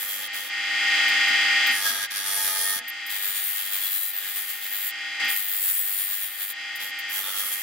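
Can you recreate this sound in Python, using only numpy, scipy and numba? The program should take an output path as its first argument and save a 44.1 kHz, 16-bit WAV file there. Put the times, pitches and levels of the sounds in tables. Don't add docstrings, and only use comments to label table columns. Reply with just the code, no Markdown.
import sys
import numpy as np
from scipy import signal
from scipy.fft import rfft, irfft
from scipy.io import wavfile
from scipy.ndimage import uniform_filter1d, map_coordinates
from numba import njit

SR = 44100
rng = np.random.default_rng(int(sys.argv[2]) if len(sys.argv) > 2 else 0)


def bounce(signal):
    frames = np.transpose(np.atleast_2d(signal))
    limited = np.clip(frames, -1, 1)
    pcm = np.round(limited * 32767).astype(np.int16)
    wavfile.write(sys.argv[1], SR, pcm)


N = 336042
T = np.arange(N) / SR
FREQS = np.maximum(np.arange(N // 2 + 1) * SR / N, 1)
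BEAT_HZ, WHEEL_HZ = 99.85, 98.7
TOP_HZ = 15700
WAVER_DB = 0.6


# pitch_hz, level_db (relative)
WHINE = [(1222.3, -49), (1422.0, -45), (1432.5, -44.5), (1521.8, -45.5), (1662.8, -43.5), (1762.7, -50),
         (1845.3, -36), (1862.6, -28.5), (1890.4, -39.5), (1963.5, -42.5), (2062.3, -32), (2109.7, -41),
         (2147.5, -37.5), (2162.1, -37), (2196, -41.5), (2396.2, -36), (2596.4, -36), (2802.5, -45),
         (2864.5, -40.5), (2987.6, -41.5), (3143.5, -34.5), (3257.5, -53), (3343.2, -37), (3483, -48),
         (3939.2, -44), (4424.2, -44), (4655.4, -48.5), (4903.9, -41.5), (4964.7, -41.5)]
# multiple of the mains beat, level_db (relative)
HUM = [(1, -68.5), (3, -53), (5, -60.5), (7, -58.5), (8, -41)]
WANDER_RAD = 0.04


def tones(clock, port_lag=0.17, whine_db=2.5):
    lines = [(hz, db + whine_db, clock) for hz, db in WHINE]
    lines += [(k * BEAT_HZ, db, T) for k, db in HUM]
    out = np.zeros((2, N))
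    for index, (hz, db, time) in enumerate(lines):
        chance = walk(15)
        turns = (hz * time + rng.random()) % 1
        phase = (2 * np.pi * turns + WANDER_RAD * chance).astype(np.float32)
        lag = port_lag * hz / 2000 * (-1) ** index
        out += undb(db + WAVER_DB * chance) * np.sin(phase + np.float32([[lag], [-lag]]))
    return out


THROBS = [(1, 0.14), (2, 0.077), (3, 0.31)]
RUSH_DB, SING_DB = -39.5, -31
THICKET_SPREAD_DB = 3


def rattle(clock, count=700):
    thicket = np.zeros((2, len(FREQS)), complex)
    places = (np.arange(count) + rng.random(count) / 2) * len(FREQS) / count
    turned = np.exp(2j * np.pi * rng.random((2, count)))
    thicket[:, places.astype(int)] = turned * undb(THICKET_SPREAD_DB * rng.standard_normal(count))
    sing = np.array([looped(x, clock * SR) for x in irfft(thicket, N)])
    shake = undb(RUSH_DB) * rng.standard_normal((2, N)) + undb(SING_DB) * unit(sing)
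    throb = 1 + sum(depth * np.cos(2 * np.pi * k * BEAT_HZ * T) for k, depth in THROBS)
    return spread(ring(shake * throb, housing()))


# pitch_hz, level_db (relative)
HOUSING = [(25, -36), (100, -31.5), (270, -27), (600, -16.5), (1020, -17), (1900, 1), (3200, 0.5),
           (3700, -7), (4900, -7), (5600, -10.5), (8000, -14), (9000, -22), (14500, -26), (16000, -80)]
# pitch_hz, width_hz, lift_db
GUARD = [(234, 53, 8.5), (860, 47, 13), (1296, 500, 6.5), (1852, 67, 8.5), (2145, 37, 2.5),
         (3410, 260, 4.5), (4840, 113, 6.5)]


def housing():
    body = response(HOUSING, GUARD)
    return body / np.sqrt(np.mean(abs(body) ** 2))


# start_s, end_s, press_s, ease_s, hiss_db and scrape_db at full pressure (relative,
# before the hand's lean), swell_db of the motor up to the next pass, grip
PASSES = [(-0.02, 0.27, 0.025, 0.11, -35.5, -43, 11, "tip"),
          (0.337, 0.491, 0.01, 0.023, -41, -43, 17.5, "tip"),
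          (1.712, 2.06, 0.12, 0.011, -34, -36, 3, "flat"),
          (2.113, 2.791, 0.3, 0.033, -31, -36.5, 5.5, "flat"),
          (3.099, 4.907, 0.025, 0.013, -35.5, -34, 7.5, "edge"),
          (5.285, 6.523, 0.022, 0.035, -33, -35.5, 5.5, "edge"),
          (6.803, 6.905, 0.032, 0.031, -40.5, -43.5, 11, "tip"),
          (7.098, 7.674, 0.064, 0.015, -34, -42, -2, "tip")]
# start_s, end_s, jump_db
SURGE = (5.2, 5.28, 6.8)
STRIKE_RISE_S = 0.009
LOADED_DB, DUCK_DB_PER_PERCENT = -15, 3
RECOVER_S, SWELL_S, RECOVER_SHARE, SINK_S = 0.011, 0.47, 0.44, 0.14


def motor_level(slip):
    swell = np.zeros(N)
    for (_, lift, *_, swell_db, _), (land, *_) in zip(PASSES, PASSES[1:]):
        free_s = np.minimum(T, land) - lift
        rise = RECOVER_SHARE * ramp(free_s, RECOVER_S) + (1 - RECOVER_SHARE) * ramp(free_s, SWELL_S)
        swell = np.maximum(swell, swell_db * rise * (1 - ramp(T - land, SINK_S)))
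    start, end, surge_db = SURGE
    surge = surge_db * ramp(T - start, STRIKE_RISE_S) * (1 - ramp(T - end, SINK_S))
    return LOADED_DB - DUCK_DB_PER_PERCENT * slip + swell + surge


# start_s, end_s
SKIPPING = (3.5, 4.2)
UNSTEADY_DB = 1.5


def grinding(beats, forces, slip, settle_s=0.28, scrape_hz=7000):
    firmness = sum(ramp(np.minimum(T - start, end - T), settle_s) for start, end, *_ in PASSES)
    firmness = firmness * (1 - arch(*SKIPPING))
    scratch = spread(grit(beats, firmness)) * undb(UNSTEADY_DB * walk(30))
    out = np.zeros((2, N))
    low = 1 / (1 + (FREQS / scrape_hz) ** 4)
    for grip, (hiss, scrape) in forces.items():
        body = blade(grip)
        treble = singing(ring(scratch * hiss, body * (1 - low)), slip, grip)
        out += placed(treble + ring(scratch * scrape, body * low), grip)
    return ringing_on(out)


TOUCH_DB = -6.5


def contacts(lean, lift_s=0.012):
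    forces = {grip: np.zeros((2, N)) for grip in PLACES}
    for start, end, press_s, ease_s, hiss_db, scrape_db, _, grip in PASSES:
        touching = ramp(np.minimum(T - start, end - T) + lift_s, lift_s)
        on = touching > 0
        light = 1 - ramp(T[on] - start, press_s) * ramp(end - T[on], ease_s)
        db = np.array([hiss_db + TOUCH_DB * light, np.full(len(light), scrape_db)])
        forces[grip][:, on] += touching[on] * undb(db + lean[:, on])
    return forces


# time_s, hiss_db, scrape_db
PRESSURE = [
    [(1.7, -31.5, -43), (1.83, -28, -30), (1.92, -29, -31), (2.07, -33.5, -34)],
    [(3.12, -35, -38), (3.4, -30, -37.5), (3.47, -28.5, -41), (3.7, -33.5, -37), (3.78, -29, -35),
     (4.106, -27.5, -43.5), (4.13, -40, -41), (4.396, -30.5, -39.5), (4.612, -36.5, -42.5),
     (4.722, -34.5, -39), (4.89, -27, -41)],
    [(5.36, -28, -37), (5.468, -32, -39), (5.792, -26.5, -40.5), (5.882, -30.5, -40.5), (6.144, -32.5, -38),
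     (6.228, -34.5, -42.5), (6.374, -39, -41), (6.412, -32.5, -37), (6.476, -36, -44), (6.51, -29, -37)],
    [(7.08, -29.5, -44), (7.25, -30.5, -37.5), (7.48, -26, -38.5), (7.62, -28.5, -44.5)],
]


def leaning():
    out = np.zeros((2, N))
    for rows in PRESSURE:
        during = (T >= rows[0][0]) & (T <= rows[-1][0])
        db = np.array([curve(rows, axis=1), curve(rows, axis=2)])[:, during]
        out[:, during] = db - db.mean(axis=1, keepdims=True)
    return uniform_filter1d(out, size=800)


FIRM_BITE = 0.28
REPEAT = 1.25


def grit(beats, firmness, grain_db=2, lumps=0.12, light_bite=0.39):
    size = int(SR / BEAT_HZ)
    rim = uniform_filter1d(rng.standard_normal(size), size=45, mode="wrap")
    bite = light_bite + (FIRM_BITE - light_bite) * firmness
    bumps = lumps * looped(unit(rim - rim.mean()), beats * size)
    contact = np.exp(bite * np.cos(2 * np.pi * beats) + bumps)
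    contact = contact / np.sqrt(uniform_filter1d(contact ** 2, size=2 * size))
    coarseness = np.minimum(rng.exponential(size=N), 4)
    fresh = unit(rng.standard_normal((2, N)) * undb(grain_db * coarseness))
    return unit(fresh + REPEAT * np.array([tracks(beats), tracks(beats)])) * contact


def tracks(beats, slide_rate=6, count=3):
    size = int(SR / BEAT_HZ)
    shares = np.array([walk(slide_rate) for _ in range(count)])
    fine = np.arange(size // 2 + 1) * BEAT_HZ > 1400
    patterns = []
    for _ in range(count):
        grains = irfft(rfft(rng.standard_normal(size)) * fine, size)
        patterns.append(looped(grains, beats * size))
    return np.sum(shares * np.array(patterns), axis=0) / np.sqrt(np.sum(shares ** 2, axis=0))


# pitch_hz, flat_db, edge_db, tip_db (relative)
SCRATCH = [(57.6, -32, -26, -24), (204, -17, -17, -26.5), (600, -8, -10, -5), (950, -9.5, -11.5, -8.5),
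           (1705, 1, -2.5, 0), (2740, -2, -1, -1.5), (4070, 2.5, 0, -0.5), (5600, 3, -8.5, -5),
           (8840, -5, -12.5, -15.5), (9930, 1.5, 0, -1), (12040, 0.5, -1, -7), (13070, -1.5, 8.5, 0)]
# pitch_hz, width_hz, flat_lift_db, edge_lift_db, tip_lift_db
BLADE = [(241, 148, 6.5, 2, 19.5), (511, 39, 1, 1.5, 8), (869.5, 41, 14.5, 9, 16), (1226, 230, 11.5, 7, 10),
         (1660, 89, 10, 8.5, 8), (3290, 200, 10, 7, 15), (7610, 2140, 0.5, 12, 9.5)]


def blade(grip):
    column = ["flat", "edge", "tip"].index(grip)
    body = response(np.array(SCRATCH)[:, [0, 1 + column]], np.array(BLADE)[:, [0, 1, 2 + column]])
    hiss_band = (FREQS > 9000) & (FREQS < TOP_HZ)
    return body / np.sqrt(np.mean(abs(body * hiss_band) ** 2))


# pitch_hz, width_hz, rise (percent per percent of slowing, before STIFFENING),
# flat_db, edge_db, tip_db (relative)
HIGH_MODES = [(9420, 200, 1.5, 15.5, 14, 9), (10170, 240, -1.5, 5.5, -4, -6), (11200, 69, -1, 12, -19, -20),
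              (12550, 300, 0, -2, 6, 8), (13020, 290, 3.5, 13, -2.5, 3), (14520, 160, 2.7, 14, 9, -4),
              (14200, 210, -25, -8, -15, -7)]
STIFFENING = {"flat": 0.089, "edge": 0.6, "tip": 0.45}
MODE_DRIFT, SWAY_DB = 0.004, 2.8


def singing(x, slip, grip):
    drive, out = x.sum(axis=0) / np.sqrt(2), x
    for hz, width, rise, *levels in HIGH_MODES:
        centre = hz * (1 + STIFFENING[grip] * rise * slip / 100 + MODE_DRIFT * walk(6))
        mode = bandpass(drive, np.tan(np.pi * np.minimum(centre, TOP_HZ) / SR), width / hz)
        out = out + undb(levels[list(PLACES).index(grip)] + SWAY_DB * walk(8)) * mode
    return out * np.std(x) / np.std(out)


PLACES = {"flat": (0, -0.000018), "edge": (4.3, 0.000017), "tip": (0, .000014)}


def placed(x, grip, shadow_hz=7000):
    pan_db, lead = PLACES[grip]
    shade = panned(pan_db * FREQS ** 2 / (FREQS ** 2 + shadow_hz ** 2))
    turn = np.pi * FREQS * lead * np.clip(FREQS / 2000 - 1, 0, 1)
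    return ring(x, shade * np.exp(1j * np.array([turn, -turn])))


def ringing_on(x, tail_db=-7, tail_s=0.038, tail_hz=1400):
    tail = rfft(rng.standard_normal((2, N)) * np.exp(-T / tail_s))
    return x + undb(tail_db) * ring(x, tail / np.std(tail) / (1 + (FREQS / tail_hz) ** 4))


# start_s, end_s, pitch_hz, width_hz, level_db (relative)
SQUEALS = [(1.738, 1.84, 1680, 14, -34), (1.84, 1.916, 1645, 8, -29), (1.917, 1.997, 1610, 11, -38),
           (2, 2.073, 1636, 8, -33.5), (2.097, 2.24, 1645, 14, -39.5), (2.237, 2.42, 1664, 6.8, -38),
           (2.598, 2.79, 1837, 8, -34), (2.88, 2.903, 12650, 132, -30), (3.26, 3.446, 6880, 90, -42.5),
           (3.785, 3.906, 3370, 190, -40.5), (3.815, 4.13, 3960, 200, -44), (3.795, 4.12, 9700, 250, -47.5),
           (4.125, 4.214, 14600, 200, -27), (5.55, 5.935, 7850, 115, -42.5),
           (5.333, 6.193, 14700, 180, -33), (7.15, 7.52, 1303, 350, -45), (7.22, 7.334, 3570, 650, -43)]
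SQUEAL_SAG, SQUEAL_WAVER = 0.008, 0.003
FLUTTER = 0.55


def squeals(beats, steady=0.95):
    out, waver = np.zeros(N), SQUEAL_WAVER * walk(40)
    for start, end, hz, width, db in SQUEALS:
        pitch = hz * (1 + SQUEAL_SAG * (0.5 - ramp(T - start, end - start)) + waver)
        phase = 2 * np.pi * np.cumsum(pitch) / SR
        core = steady * min(20 / width, 1)
        rasp = (1 - core) * rough_tone(phase, width) * (1 + FLUTTER * np.cos(2 * np.pi * beats))
        out += undb(db) * arch(start, end) * (core * np.cos(phase) * np.sqrt(2) + rasp)
    return placed(out, "edge")


def rough_tone(phase, width_hz):
    return walk(width_hz) * np.cos(phase) + walk(width_hz) * np.sin(phase)


# start_s, end_s, level_db (relative)
CHATTER = [(1.75, 2.045, -48), (2.21, 2.872, -47.5)]
# multiple of the wheel's beat, level_db (relative)
CHATTER_ORDERS = [(4, -15), (5, -8.5), (7, -0.5), (9, 2.5), (13, 5), (17, 3), (19, 7), (22, 2), (25, -2),
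                  (33, -1), (35, 1), (36, -13), (37, -8)]


def chatter(beats):
    drone = np.zeros(N)
    for k, db in CHATTER_ORDERS:
        strength = undb(db + 2 * WAVER_DB * walk(16))
        drone += strength * np.sin(2 * np.pi * (k * beats + rng.random()))
    return drone * sum(undb(db) * arch(start, end) for start, end, db in CHATTER)


# time_s, level_db (before graze_db)
GRAZES = [(1.086, -29.5), (1.284, -37), (1.6726, -23), (2.8838, -30.5), (3.0677, -30), (5.252, -34),
          (6.505, -27), (6.76, -28.5), (6.992, -29)]
# time_s, level_db (before knock_db)
KNOCKS = [(5.2036, -22)]
# time_s, level_db, decay_s
THUMPS = [(1.112, -50, 0.045), (1.305, -46.5, 0.042), (1.699, -44.5, 0.034), (1.903, -47.5, .05),
          (2.499, -51, 0.0064), (2.711, -50, .008), (2.763, -41, 0.0041), (2.81, -54, 0.046),
          (5.23, -50, 0.051)]


def touches(slip, graze_db=-10, knock_db=-9, thump_hz=243):
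    grazes = ring(strikes(GRAZES, decay_s=0.0091, rebound=0.099), blade("edge"))
    grazes = singing(grazes, slip, "edge")
    knocks = ring(strikes(KNOCKS, decay_s=0.0024, rebound=0.18), housing())
    thumps = np.zeros(N)
    for s, db, decay_s in THUMPS:
        fade = (T >= s) * np.exp(-abs(T - s) / decay_s)
        thumps += undb(db) * fade * np.sin(2 * np.pi * thump_hz * (T - s))
    return undb(graze_db) * grazes + undb(knock_db) * knocks + thumps


def strikes(rows, decay_s, rebound):
    push = np.zeros(N)
    for s, db in rows:
        for start, size in [(s, 1), (s + 1 / BEAT_HZ, rebound)]:
            shape = np.interp(T - start, [-STRIKE_RISE_S, 0, decay_s, 3 * decay_s], [0, 1, 1 / np.e, 0])
            push += size * undb(db) * shape
    return spread(push * rng.standard_normal((2, N)))


# pitch_hz, correlation
LIKENESS = [(100, 0.33), (800, 0.89), (2500, 0.21), (4400, 0.18), (15000, 0.049)]


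def spread(pair):
    alike = np.clip(across(LIKENESS), 0, 1)
    mid, side = ring(pair[0], np.sqrt(1 + alike)), ring(pair[1], np.sqrt(1 - alike))
    return np.array([mid + side, mid - side])


def panned(db):
    return undb(np.array([db, -db]) / 2).reshape(2, -1)


def response(slope, resonances):
    db = across(slope)
    db = db + sum(lift / (1 + (2 * (FREQS - hz) / width) ** 2) for hz, width, lift in resonances)
    cepstrum = irfft(np.log(undb(db)), N)
    return np.exp(rfft(2 * cepstrum * (np.arange(N) < N // 2)) - cepstrum[0])


def ring(x, body):
    return irfft(rfft(x) * body, N)


@njit
def bandpass(x, slope, damping):
    out, band, low = np.empty(len(x)), 0., 0.
    for i in range(len(x)):
        g = slope[i]
        v = (band + g * (x[i] + 1e-18 - low)) / (1 + g * (g + damping))
        band, low, out[i] = 2 * v - band, low + 2 * g * v, damping * v
    return out


def looped(table, place):
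    fine = signal.resample(table, len(table) * 8)
    return map_coordinates(fine, [place * 8], order=1, mode="grid-wrap")


def walk(rate):
    return 1.2 * np.interp(T * rate, np.arange(4096), rng.standard_normal(4096))


def ramp(since_s, length_s):
    return np.clip(since_s / length_s, 0, 1)


def arch(start, end):
    return np.sqrt(np.abs(np.sin(np.pi * ramp(T - start, end - start))))


def curve(rows, axis=1):
    rows = np.array(rows)
    return np.interp(T, rows[:, 0], rows[:, axis])


def across(points):
    hz, value = np.transpose(points)
    return np.interp(np.log(FREQS), np.log(hz), value)


def undb(db):
    return 10 ** (np.asarray(db) / 20)


def unit(x):
    return x / np.sqrt(np.mean(x ** 2))


# time_s, slowing_percent
SLOWING = [(0, 0.5), (.55, 0), (1.75, 0), (1.9, 0.93), (2.1, .1), (2.27, .8), (2.4, 1.08), (2.52, 3),
           (2.76, 1.67), (2.9, 0), (3.12, 0), (3.33, 0.94), (3.5, 0.06), (3.95, 1.52), (4.1, 1.36),
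           (4.16, 0.98), (4.88, 0), (5.0, -0.5), (5.3, 0), (5.7, 1.44), (6.0, 1.24), (6.5, 1.16),
           (6.6, -0.5), (7.13, 0.5), (7.25, 1.13), (7.38, 0.7), (7.62, -0.44)]


def scene():
    forces = contacts(leaning())
    slip = curve(SLOWING)
    clock = np.cumsum(1 - slip / 100) / SR
    beats = WHEEL_HZ * clock
    motor = (tones(clock) + rattle(clock)) * undb(motor_level(slip)) * panned(0.97)
    return motor + grinding(beats, forces, slip) + squeals(beats) + chatter(beats) + touches(slip)


def record(dry):
    return signal.sosfilt(signal.ellip(10, .2, 80, TOP_HZ, fs=SR, output="sos"), dry)


dry = scene()
out = record(dry)
bounce(out)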